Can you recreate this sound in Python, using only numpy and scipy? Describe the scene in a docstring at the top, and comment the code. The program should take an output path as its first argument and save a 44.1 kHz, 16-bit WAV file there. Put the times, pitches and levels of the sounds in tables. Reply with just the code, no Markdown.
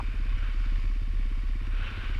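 """Low thuds, a deep throb and a metallic rattle: a dirt bike rolls down a trail just above idle.
Its one-cylinder four-stroke engine is heard from the rider's place. The exhaust booms once a cycle, the
crank adds a deep tone, and chain and valves tap the ringing engine case, with a faint high whine.
The tyres are dense random grit, which scrubs harder near the end with a ringing wheel and gravel; fine
sand sizzles most before the middle. Air is filtered noise, a narrow hiss fades, one knock starts it all."""
import sys
import numpy as np
from scipy import signal
from scipy.fft import rfft, irfft
from scipy.io import wavfile

SR = 44100
rng = np.random.default_rng(int(sys.argv[2]) if len(sys.argv) > 2 else 0)


def generate_wav(signal):
    """Clip the signal to [-1, 1] and save it as 16-bit WAV at the path in sys.argv[1]."""
    frames = np.transpose(np.atleast_2d(signal))
    scaled = np.clip(frames, -1, 1) * 32767
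    pcm = np.round(scaled).astype(np.int16)
    wavfile.write(sys.argv[1], SR, pcm)


N = 96711
TIME = np.arange(N) / SR  # seconds


def amp(db):
    """Turns decibels into a gain."""
    return 10 ** (np.asarray(db) / 20)


def unit(x):
    """Scales a sound to an rms (average strength) of 1."""
    return x / np.sqrt(np.mean(x ** 2) + 1e-20)


def curve(points):
    """Joins (time [s], value) points by straight lines."""
    return np.interp(TIME, *np.transpose(points))


def drift(top_hz):
    """Slow random motion of rms 1, mostly below top_hz."""
    hz = np.fft.rfftfreq(N, 1 / SR)
    low_pass = (hz > 0) / (1 + (hz / top_hz) ** 4)
    return unit(irfft(rfft(rng.standard_normal(N)) * low_pass, N))


def colour(x, points, size=16384):
    """Filters a sound to a (frequency [Hz], gain [dB]) shape without any sound ahead of its cause."""
    hz, db = np.transpose(points)
    bins_hz = abs(np.fft.fftfreq(size, 1 / SR))
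    log_gain = np.log(amp(np.interp(np.log(bins_hz + 1), np.log(hz), db)))
    # the Hilbert transform finds the phase that makes the filter respond as early as possible
    spectrum = np.exp(np.conj(signal.hilbert(log_gain)))
    response = np.fft.ifft(spectrum).real[:size // 2]
    return signal.fftconvolve(x, response)[:N]


def grains(per_s, spread_db):
    """Tiny impacts at random moments, of random sign and uneven size, scaled to rms 1."""
    hits = rng.random(N) < per_s / SR
    signs = rng.choice([-1, 1], N)
    sizes = amp(spread_db * rng.standard_normal(N))
    return unit(hits * signs * sizes)


def ring(x, hz, width):
    """One decaying resonance: the wider its band (width [Hz]), the faster it dies away."""
    t = TIME[:SR // 10]
    response = width * np.exp(-np.pi * width * t) * np.sin(2 * np.pi * hz * t)
    return signal.fftconvolve(x, response)[:N]


def air():
    """Air on the microphone: lumpy low buffeting and a faint even rush, both filtered noise."""
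    # tone of the buffeting: (frequency [Hz], gain [dB])
    buffet_tone = [(4, -59), (18, 7.5), (34, -3.5), (56, -4.5), (95, 0), (125, -17.5), (170, -26.5),
                   (300, -36.5), (500, -35.5), (900, -40.5), (2000, -103.5)]
    # gusts of the buffeting: (time [s], level [dB])
    gust_level = [(0, -27), (.07, -41.5), (.18, -37.5), (.32, -38), (.4, -36.5), (.54, -42.5), (.74, -40),
                  (.95, -48), (1.22, -36.5), (1.35, -43), (1.6, -41), (1.75, -38), (1.86, -36),
                  (1.93, -38.5), (2.19, -39)]
    # tone of the steady rush: (frequency [Hz], gain [dB])
    rush_tone = [(100, -4), (450, 1.5), (800, -8.5), (3000, -11.5), (5000, -13), (6300, -21.5), (8000, -22),
                 (11000, -24.5), (14000, -29.5), (16000, -37)]
    swell_db, swell_hz, rush_db = -1, 0.43, -61

    buffeting = unit(colour(rng.standard_normal(N), buffet_tone))
    buffeting *= amp(curve(gust_level) + swell_db * drift(swell_hz))
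    rush = amp(rush_db) * unit(colour(rng.standard_normal(N), rush_tone))
    return buffeting + rush


def hiss():
    """A narrow band of hiss, noise through two equal resonances, that dies away."""
    centre_hz, width_hz, start_db, fade_db_per_s = 2425, 320, -53, 27
    band = ring(rng.standard_normal(N), centre_hz, width_hz)
    band = ring(band, centre_hz, width_hz)
    return amp(start_db - fade_db_per_s * TIME) * unit(band)


def whine(turns):
    """A thin, faint engine whine: noise in a narrow resonance, pulsing with each crank turn."""
    whine_hz, width_hz, level_db, pulsing_depth = 8600, 91, -81.5, 0.23
    pulsing = 1 + pulsing_depth * np.cos(2 * np.pi * 2 * turns)
    return amp(level_db) * unit(pulsing * ring(rng.standard_normal(N), whine_hz, width_hz))


def knock():
    """A short hollow knock from the bike and its rebound: fading rings and a burst of clatter."""
    # the blow and its rebound: (time [s], level [dB])
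    blows = [(.0015, -33.5), (.0092, -39.5)]
    # rings of each blow: (frequency [Hz], level within the blow [dB], time to fade by 60 dB [s])
    knock_rings = [(790, -7.5, 0.042), (940, -7.5, 0.022), (1090, 1.5, .042), (1270, -22, 0.046)]
    # tone of the clatter: (frequency [Hz], gain [dB])
    clatter_tone = [(300, -3.5), (620, -26), (760, 6), (900, 3), (1060, 1.5), (1280, -13), (1600, -26),
                    (5000, -55)]
    clatter_db, clatter_t60_s = -0.5, 0.05  # level beside the rings, time to fade by 60 dB

    out = np.zeros(N)
    for start, level_db in blows:
        t = np.maximum(TIME - start, 0)
        rings = np.zeros(N)
        for hz, db, t60 in knock_rings:
            rings += amp(db) * np.exp(-np.log(1000) * t / t60) * np.sin(2 * np.pi * hz * t)
        fade = (t > 0) * np.exp(-np.log(1000) * t / clatter_t60_s)
        clatter = fade * unit(colour(rng.standard_normal(N), clatter_tone))
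        out += amp(level_db) * (rings + amp(clatter_db) * clatter)
    return out


def tyres():
    """Dense grit grinds under the tyres, rings the front wheel and throws up gravel and fine sand."""
    # tone of the grit: (frequency [Hz], gain [dB])
    grit_tone = [(200, -5.5), (500, -6), (800, -10), (1120, -3), (1280, -3), (1520, -9.5), (1900, -4),
                 (2500, -1.5), (3100, -1.5), (3320, -11), (3550, -8), (4300, -19.5), (5500, -30),
                 (8000, -40), (15000, -51)]
    # grit as the tyres scrub: (time [s], level [dB])
    scrub_level = [(0, -54.5), (.13, -55), (.3, -53.5), (.48, -50), (.56, -54.5), (.7, -53.5), (.95, -59),
                   (1.22, -56.5), (1.5, -56.5), (1.59, -60.5), (1.64, -55.5), (1.7, -57.5), (1.83, -45.5),
                   (1.94, -47.5), (2.08, -48), (2.19, -50)]
    # loose stones crunching: (time [s], length [s], added level [dB])
    crunches = [(1.847, 0.017, 1.5), (1.882, .02, 3), (1.98, 0.026, 3), (2.05, 0.042, 3)]
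    # tone of the coarse gravel: (frequency [Hz], gain [dB])
    gravel_tone = [(1500, -25), (2200, -2.5), (2500, 4.5), (3100, -1), (3320, -3.5), (3550, -4),
                   (4100, -8.5), (5000, -27), (9000, -41)]
    # gravel spraying when the tyre bites: (time [s], level [dB])
    gravel_level = [(1.62, -90), (1.74, -60), (1.84, -52.5), (1.95, -53.5), (2.05, -56), (2.19, -67)]
    # ring of the front wheel as it scrubs: (time [s], level [dB])
    wheel_level = [(0, -57), (.36, -57.5), (.45, -50), (.56, -59), (.68, -54), (.85, -75), (1.2, -66),
                   (1.55, -66), (1.72, -56), (1.79, -49.5), (1.835, -46), (1.92, -47.5), (1.98, -50),
                   (2.04, -48), (2.19, -58)]
    # tone of the fine sand: (frequency [Hz], gain [dB])
    sand_tone = [(2500, -35.5), (4100, -3.5), (4600, 0.5), (5000, 0.5), (5500, -10), (6200, -14),
                 (6850, -9.5), (7500, -24), (12000, -27)]
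    # spraying sand: (time [s], level [dB])
    sand_level = [(0, -68), (.45, -70.5), (.65, -65), (.82, -65.5), (1.1, -71.5), (1.5, -70), (1.7, -76),
                  (2.19, -68)]
    grit_per_s, gravel_per_s, grain_spread_db = 12000, 2800, 2.5
    flicker_db, flicker_hz = .5, 21
    wheel_hz, wheel_width_hz = 1505, 325

    flicker = flicker_db * drift(flicker_hz)
    crunch = sum(db * np.exp(-(2 * (TIME - at) / length) ** 2) for at, length, db in crunches)

    grit = unit(colour(grains(grit_per_s, grain_spread_db), grit_tone))
    grit *= amp(curve(scrub_level) + flicker + crunch)

    gravel = unit(colour(grains(gravel_per_s, grain_spread_db), gravel_tone))
    gravel *= amp(curve(gravel_level) + flicker + crunch)

    wheel = ring(grains(grit_per_s, grain_spread_db), wheel_hz, wheel_width_hz)
    wheel = ring(wheel, wheel_hz, wheel_width_hz)  # the second pass narrows the band
    wheel = amp(curve(wheel_level)) * unit(wheel)

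    sand = unit(colour(grains(grit_per_s, grain_spread_db), sand_tone))
    sand *= amp(curve(sand_level))
    return grit + gravel + wheel + sand


def rattle(turns):
    """The chain patters steadily on the ringing case; valves tap it at fixed places with varying force."""
    # valve gear strokes: (place [cycles], width [cycles], level [dB], brightness [dB per octave])
    valve_strokes = [(.15, 0.019, 4, 6), (.22, 0.064, 2.5, -3), (.29, 0.01, 6, 7.5), (.44, 0.074, -6, 2.5),
                     (.595, 0.038, 3.5, -3), (.66, 0.018, 6.5, 2.5), (.81, .02, 5, 2),
                     (.91, 0.058, 5.5, 0.5)]
    # rings of the engine case: (frequency [Hz], width [Hz], gain [dB])
    case_rings = [(1100, 78, 2.5), (1357, 78, -3.5), (1420, 520, -12), (1850, 230, 0.5), (2252, 73, 5.5),
                  (2497, 210, -2), (2860, 330, -11.5), (3584, 260, -8.5), (4546, 110, -11.5),
                  (4710, 130, -25.5), (4940, 130, -18), (5634, 69, -14), (6920, 91, -27.5)]
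    # the small case radiates low notes poorly: (frequency [Hz], gain [dB])
    case_low_cut = [(800, -1.5), (1080, 5)]
    # the whole rattle: (time [s], level [dB])
    rattle_level = [(0, -53.5), (.3, -52.5), (.75, -51.5), (1, -55.5), (1.3, -55), (1.55, -54), (1.8, -52),
                    (2.19, -50.5)]
    chain_db, stroke_spread_db = -2.5, 2  # the chain is steady, the strokes vary
    taps_per_s, tap_spread_db = 4000, 3
    case_middle_hz = 2520  # brightness tilts the strokes around this frequency

    strokes = []
    for place, width, db, bright_db in valve_strokes:
        cycle, phase = np.divmod(turns - place + .5, 1)
        # one random force for each cycle
        force_db = db + stroke_spread_db * rng.standard_normal(size=64)[cycle.astype(int)]
        bump = np.exp(-.5 * ((phase - .5) / width) ** 2)
        strokes.append((amp(force_db) ** 2 * bump, bright_db))

    case = np.zeros(N)
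    for hz, width, db in case_rings:
        octaves = np.log2(hz / case_middle_hz)
        power = amp(chain_db) ** 2  # powers of chain and strokes add up
        for blow, bright_db in strokes:
            power = power + blow * amp(bright_db * octaves) ** 2
        taps = np.sqrt(power) * grains(taps_per_s, tap_spread_db)
        case += amp(db) * ring(taps, hz, width)
    return amp(curve(rattle_level)) * unit(colour(case, case_low_cut))


def throb(turns):
    """The crank turns twice per firing and shakes out a deep tone with its octave."""
    # the throb before the lift below: (time [s], level [dB])
    throb_level = [(0, -33), (.09, -27), (.135, -34), (.21, -26), (.26, -30.5), (.3, -25.5), (.35, -26),
                   (.395, -31), (.43, -26.5), (.545, -29.5), (.59, -25), (.66, -27.5), (.73, -24),
                   (.81, -28), (.87, -25), (.98, -28.5), (1.135, -28.5), (1.18, -25), (1.32, -28),
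                   (1.41, -28.5), (1.445, -30), (1.52, -26.5), (1.63, -32), (1.75, -26), (1.84, -30),
                   (1.92, -39), (2, -33), (2.045, -35), (2.1, -30), (2.19, -27.5)]
    lift_db, octave_db = 1, -17.5
    lead_turns, waver_turns, waver_hz = .03, .035, 11.0  # in crank turns

    crank_turns = 2 * turns + lead_turns + waver_turns * drift(waver_hz)
    crank = 2 * np.pi * crank_turns  # angle in radians
    tone = -np.cos(crank) - amp(octave_db) * np.cos(2 * crank)
    return amp(lift_db + curve(throb_level)) * unit(tone)


def exhaust(turns):
    """One pressure pulse per firing booms through the silencer, echoes off the ground and trails gas."""
    # boom of one pulse: (frequency [Hz], gain [dB])
    boom_tone = [(4, -24), (20, -25), (50, 2.5), (68, -6.5), (100, -2), (122, -20), (150, -19.5),
                 (172, -27), (208, -15.5), (245, -14.5), (285, -20), (345, -21.5), (375, -37), (440, -30.5),
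                 (520, -56), (2000, -88.5)]
    # strength of the pulses: (time [s], level [dB])
    effort_level = [(0, -38.5), (.45, -42.5), (.7, -40), (.9, -40.5), (1.3, -40), (1.7, -39.7), (1.82, -41),
                    (1.9, -41), (2.05, -40.5), (2.19, -40.5)]
    # tone of the turbulent gas after each pulse: (frequency [Hz], gain [dB])
    gas_tone = [(100, -14.5), (160, -4), (220, -14), (330, 1), (420, -8), (600, -37.5), (1500, -69)]
    spread_db, jitter_s = .7, 0.00035  # random strength and timing of the pulses
    echo_s, echo_db = .0143, -10
    gas_db, gas_decay_turns = -64.5, 0.21  # decay in engine cycles

    firings = np.flatnonzero(np.diff(np.floor(turns)) > 0)
    timing, strength = rng.standard_normal((len(firings), 2)).T
    places = firings + (timing * jitter_s * SR).astype(int)
    pulses = np.zeros(N)
    pulses[np.clip(places, 0, N - 1)] = amp(spread_db * strength)
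    echo = np.pad(pulses, (round(echo_s * SR), 0))[:N]
    pulses = pulses + amp(echo_db) * echo
    booms = amp(curve(effort_level)) * unit(colour(pulses, boom_tone))

    puffs = np.exp(-(turns % 1) / gas_decay_turns) * rng.standard_normal(N)
    return booms + amp(gas_db) * unit(colour(puffs, gas_tone))


def scene():
    """Adds all sources; the exhaust, throb, rattle and whine follow one count of engine cycles."""
    # engine speed: (time [s], speed [firings per second])
    engine_speed = [(0, 18.232), (.25, 17.198), (.45, 17.327), (.65, 17.175), (.77, 16.365), (.88, 17.197),
                    (1.05, 16.92), (1.38, 16.606), (1.65, 16.84), (1.9, 16.339), (2.04, 16.866),
                    (2.19, 16.34)]
    first_firing_turns = .535  # engine cycles until the first firing
    turns = np.cumsum(curve(engine_speed)) / SR - first_firing_turns

    surroundings = air() + hiss() + knock() + tyres()
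    engine = whine(turns) + rattle(turns) + throb(turns) + exhaust(turns)
    return (surroundings + engine)[None]


def record(dry):
    """Removes the treble above a steep edge."""
    edge_hz = 15200
    low_pass = signal.firwin(511, edge_hz, window=("kaiser", 9), fs=SR)
    return signal.oaconvolve(dry, low_pass[None], "same")


dry = scene()
out = record(dry)
generate_wav(out)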